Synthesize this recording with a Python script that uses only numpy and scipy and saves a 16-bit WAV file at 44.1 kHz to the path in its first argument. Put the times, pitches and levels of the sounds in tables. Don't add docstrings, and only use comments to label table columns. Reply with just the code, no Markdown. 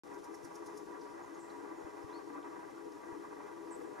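import sys
import numpy as np
from scipy import signal
from scipy.fft import rfft, irfft
from scipy.io import wavfile
from scipy.ndimage import uniform_filter1d

SR = 44100
rng = np.random.default_rng(int(sys.argv[2]) if len(sys.argv) > 2 else 0)


def wav_record(signal):
    frames = np.transpose(np.atleast_2d(signal))
    bounded = np.clip(frames, -1, 1)
    quanta = np.round(bounded * 32767).astype(np.int16)
    wavfile.write(sys.argv[1], SR, quanta)


N = 176400
T, HZ = np.arange(N) / SR, np.fft.rfftfreq(N, 1 / SR)


def amp(db):
    return 10 ** (np.asarray(db) / 20)


def unit(x):
    return x / np.sqrt(np.mean(x ** 2) + 1e-30)


def curve(points):
    hz, value = np.transpose(points)
    return np.interp(np.log(HZ + 1), np.log(hz), value)


def swell_db(points):
    db = np.interp(T, *np.transpose(points))
    return db - db.mean()


def noise(gain):
    return unit(irfft(rfft(rng.standard_normal(N)) * gain, N))


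def drift(hz):
    return noise(np.exp(-(HZ / hz) ** 2))


def band(hz, octaves=0.27):
    return noise(np.exp(-(np.log2((HZ + 1) / hz) / octaves) ** 2 / 2))


def pair(a, b, correlation):
    correlation = np.clip(correlation, -1, 1)
    return np.array([a, correlation * a + np.sqrt(1 - correlation ** 2) * b])


def steady(x, window_s=0.11):
    power = (x ** 2).mean(0)
    return x * np.sqrt(power.mean() / uniform_filter1d(power, int(window_s * SR)))


def forest_echo(x, t60_s=0.73, onset_s=0.0032):
    t = T[:SR]
    tail = rng.standard_normal((2, SR)) * amp(-60 * t / t60_s) * np.minimum(t / onset_s, 1)
    return signal.fftconvolve(x, tail / np.linalg.norm(tail[0]), axes=1)[:, :N]


def air(level_db=-60, flicker_db=0.5):
    # frequency_hz, relative_db
    colour = [(20, -11), (45, -7.5), (100, -3), (230, 2), (600, 0), (1200, -17.5), (2200, -18), (3000, -17),
              (4700, -20), (5400, -16), (7000, -18.5), (8000, -22), (8450, -24), (8800, -23.5), (9800, -21),
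              (12000, -28), (15000, -32.5)]
    # frequency_hz, correlation
    likeness = [(30, -0.9), (120, -0.64), (200, 0.07), (600, -0.5), (2500, 0.31), (5500, 0.8), (8000, 0.64),
                (11000, .5), (15000, .25)]
    # frequency_hz, left_minus_right_db
    balance = [(100, 4), (300, 2.5), (1000, 1.5), (5500, -1.5), (10000, 0)]
    spectra = pair(*rfft(rng.standard_normal((2, N))), curve(likeness))
    spectra *= amp(curve(colour) + np.array([[.5], [-.5]]) * curve(balance))
    return unit(irfft(spectra, N)) * amp(level_db + flicker_db * drift(27))


def high_hiss(peak_s=3.78, half_length_s=0.04):
    return amp(-78) * np.exp(-((T - peak_s) / half_length_s) ** 2) * band(hz=11000)


def twigs(decay_s=0.0048):
    # start_s, centre_hz, level_db
    ticks = [(2.428, 3000, -62), (2.921, 5240, -63)]
    return sum(amp(db) * (T > s) * np.exp(-abs(T - s) / decay_s) * band(hz) for s, hz, db in ticks)


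def handling_bumps(half_length_s=0.0055):
    # centre_s, pitch_hz, relative_db
    pushes = [(0.444, 130, -52.5), (1.849, 92, -51.5), (2.047, 104, -48.5), (3.126, 112, -53)]
    thumps = np.zeros(N)
    for s, hz, db in pushes:
        envelope = amp(db) * np.exp(-((T - s) / half_length_s) ** 2)
        thumps += envelope * np.sin(2 * np.pi * hz * (s - T))
    return thumps * np.array([[2], [-0.78]])


def birds(jitter_depth=0.098, second_voice_hz=598):
    # start_s, length_s, rise_s, start_hz, top_hz, end_hz, level_db, rasp (0-1), echo_send_db
    chirps = [(1.008, .018, .004, 5200, 5310, 4300, -67.5, 0.86, 0),
              (1.227, 0.025, .005, 6500, 6750, 6500, -69, 0.28, -4),
              (1.34, 0.017, 0.0044, 6450, 6580, 6440, -68.5, 0.2, 3),
              (1.384, 0.046, 0.013, 5300, 8200, 6900, -69, 0.57, -2),
              (1.417, 0.031, 0.0061, 7330, 7720, 7340, -70, .3, 5),
              (1.496, 0.018, 0.0065, 3970, 4070, 3950, -67.5, .45, -6),
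              (1.753, 0.069, 0.0098, 6830, 6900, 6550, -75, 0.1, -4),
              (2.02, .016, 0.004, 4930, 5260, 5200, -70, .2, -5),
              (2.094, 0.024, .050, 3120, 3900, 3900, -71.5, .02, -10),
              (2.125, 0.063, 0.042, 3780, 4440, 4450, -64.5, 0.15, -7),
              (2.182, 0.023, .018, 4600, 5080, 5080, -75, 0.2, -5),
              (3.704, 0.042, 0.011, 5400, 8220, 7300, -61, 0.36, -6),
              (3.74, 0.021, 0.012, 7450, 7900, 7800, -62, .25, -9)]
    direct, send = np.zeros((2, N))
    jitter = jitter_depth * drift(930)
    for start_s, length_s, rise_s, start_hz, top_hz, end_hz, db, rasp, send_db in chirps:
        on = (T >= start_s) & (T < start_s + length_s)
        t = T[on] - start_s
        scoop = (top_hz - start_hz) * np.sin(np.pi / 2 * np.minimum(t / rise_s, 1))
        sag = (end_hz - top_hz) * np.maximum(t - rise_s, 0) / max(length_s - rise_s, 1e-3)
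        pitch_hz = (start_hz + scoop + sag) * (1 + rasp * jitter[on])
        phase = 2 * np.pi * np.cumsum(pitch_hz) / SR
        voices = np.sin(phase) + rasp * np.sin(phase + 2 * np.pi * second_voice_hz * t)
        call = amp(db) * np.sqrt(2 * abs(np.sin(np.pi * t / length_s))) * voices
        direct[on] += call
        send[on] += call * amp(send_db)
    return direct * amp([[-.5], [.5]]) + forest_echo(send[None])


def wings(grains_per_s=15000, ripple_step_hz=305, ripple_db=1.5):
    # centre_s, level_db
    flicks = [(.146, -66), (.247, -61), (.350, -59.5), (0.45, -58.5), (0.558, -58.5), (0.669, -58.5),
              (0.778, -57.5)]
    # frequency_hz, relative_db
    colour = [(2000, -32), (4500, -6.5), (5500, 4.5), (6900, -1), (7400, -6), (8500, -10.5), (9550, 0),
              (10000, -5), (11500, -6.5), (12300, -14), (15000, -22)]
    flick_s, rustle_s, rustle_db = 0.0053, 0.021, -9
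    knots_hz = np.arange(0, SR / 2, ripple_step_hz)
    out = np.zeros((2, N))
    for s, db in flicks:
        flick_power = np.exp(-((T - s) / flick_s) ** 2)
        rustle_power = amp(rustle_db) ** 2 * np.exp(-((T - s) / rustle_s) ** 2)
        ripple = np.interp(HZ, knots_hz, rng.standard_normal(N)[:len(knots_hz)])
        grains = rng.standard_normal((2, N)) * (rng.random((2, N)) < grains_per_s / SR)
        swish = unit(irfft(rfft(grains) * amp(curve(colour) + ripple_db * ripple), N))
        out += pair(*swish, correlation=0.85) * amp(db) * np.sqrt(flick_power + rustle_power)
    return out


def body_rumble(split_hz=560, chatter_per_s=400):
    # pitch_hz, width_hz, left_db, right_db, left_lead_rad
    body_modes = [(293, 13, -57.2, -65.1, -1.4), (319, 46, -53.6, -58.5, -1.3),
                  (334, 11, -53.2, -59.7, -0.7), (415, 30, -52.1, -65.9, -0.9),
                  (483, 28, -56.3, -65.4, -3.1), (575, 124, -61.2, -61.4, 2.2),
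                  (708, 135, -59.1, -63.5, 2.8), (826, 108, -62.5, -63.8, 0.2),
                  (958, 13, -61.3, -61.4, -0.0), (973, 67, -62.7, -60.3, -0.0),
                  (1038, 94, -72.1, -58.9, -3.1), (1152, 38, -59.6, -64.4, 1.2),
                  (1228, 118, -64.0, -66.5, 1.6), (1381, 94, -66.1, -66.8, 1.9),
                  (1460, 58, -77.1, -69.5, -3.1), (1581, 90, -66.0, -71.5, -1.5),
                  (1679, 67, -72.3, -70.0, -1.4), (1887, 108, -68.8, -74.2, -1.1),
                  (1993, 148, -69.0, -69.1, -1.0), (2368, 229, -81.1, -76.0, -0.5),
                  (2580, 118, -78.7, -86.1, -1.1)]
    # time_s, relative_db
    low_ride = [(0.05, -56), (0.17, -46), (0.22, -53), (0.33, -47.5), (0.41, -56), (0.46, -47), (0.52, -59),
                (0.56, -48), (0.98, -49.5), (1.29, -52.5), (1.38, -48.5), (1.46, -53.5), (1.58, -47.5),
                (1.95, -51), (2.03, -49.5), (2.34, -47.5), (2.75, -52), (2.87, -45.5), (3.0, -54),
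                (3.16, -45.5), (3.24, -51), (3.54, -51), (3.62, -48), (3.87, -46), (3.96, -51.5)]
    # time_s, relative_db
    high_ride = [(0.05, -58), (0.13, -49.5), (0.22, -58), (0.27, -51.5), (0.42, -54.5), (0.55, -52.5),
                 (0.85, -54), (1.19, -51), (1.3, -53), (1.87, -52.5), (2.17, -50.5), (2.26, -51.5),
                 (2.32, -51), (2.55, -52.5), (2.61, -50.5), (2.66, -54.5), (2.88, -57), (3.08, -50.5),
                 (3.4, -54.5), (3.5, -49), (3.55, -56), (3.7, -52), (3.9, -54.5), (4.0, -49.5)]
    # start_s, over_friction_db
    hits = [(2.301, 32), (3.033, 31)]
    low_flutter_db, high_flutter_db = 0.5, 1.83
    hum_hz, hum_width_hz, hum_follow, hum_trim_db = 958, 25, 0.58, -0.5
    low_gain = amp(swell_db(low_ride) - 0.49 + low_flutter_db * drift(18))
    high_gain = amp(swell_db(high_ride) - 0.32 + high_flutter_db * drift(29.5))
    chatter = unit(rng.choice([-1, 1], N) * (rng.random(N) < chatter_per_s / SR))
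    knocks = sum(amp(db) * (np.arange(N) == round(s * SR)) for s, db in hits)
    low_modes, high_modes = np.zeros((2, 2, N))
    for hz, width_hz, left_db, right_db, lead_rad in body_modes:
        bus, chatter_gain = (low_modes, 0.51) if hz < split_hz else (high_modes, 0.35)
        detune = 2 * (HZ - hz) / width_hz
        resonance = np.exp(2j * np.pi * rng.random()) / (1 - detune ** 2 + 1j * np.sqrt(2) * detune)
        friction = np.sqrt(1 - chatter_gain ** 2) * rng.standard_normal(N)
        drive = pair(friction + chatter_gain * chatter + knocks, rng.standard_normal(N), 0.95)
        stereo_phase = np.exp([[0], [-1j * lead_rad]])
        ring = unit(irfft(rfft(drive) * resonance * stereo_phase, N))
        near_hum = np.exp(-((hz - hum_hz) / hum_width_hz) ** 2)
        hum_gain = high_gain ** (hum_follow * near_hum) * amp(hum_trim_db * near_hum)
        bus += ring * hum_gain * amp([[left_db], [right_db]])
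    return steady(low_modes) * low_gain + steady(high_modes) * high_gain


def scene(rustle_echo_db=-8.5):
    rustles = wings() + twigs() + high_hiss()
    mix = body_rumble() + air() + handling_bumps() + birds() + rustles
    return mix + amp(rustle_echo_db) * forest_echo(rustles)


def record(dry, start_s=0.035, cutoff_hz=15600):
    lowpass = signal.firwin(511, cutoff_hz, window=("kaiser", 9), fs=SR)
    return signal.oaconvolve(dry * (T > start_s), lowpass[None], "same")


dry = scene()
out = record(dry)
wav_record(out)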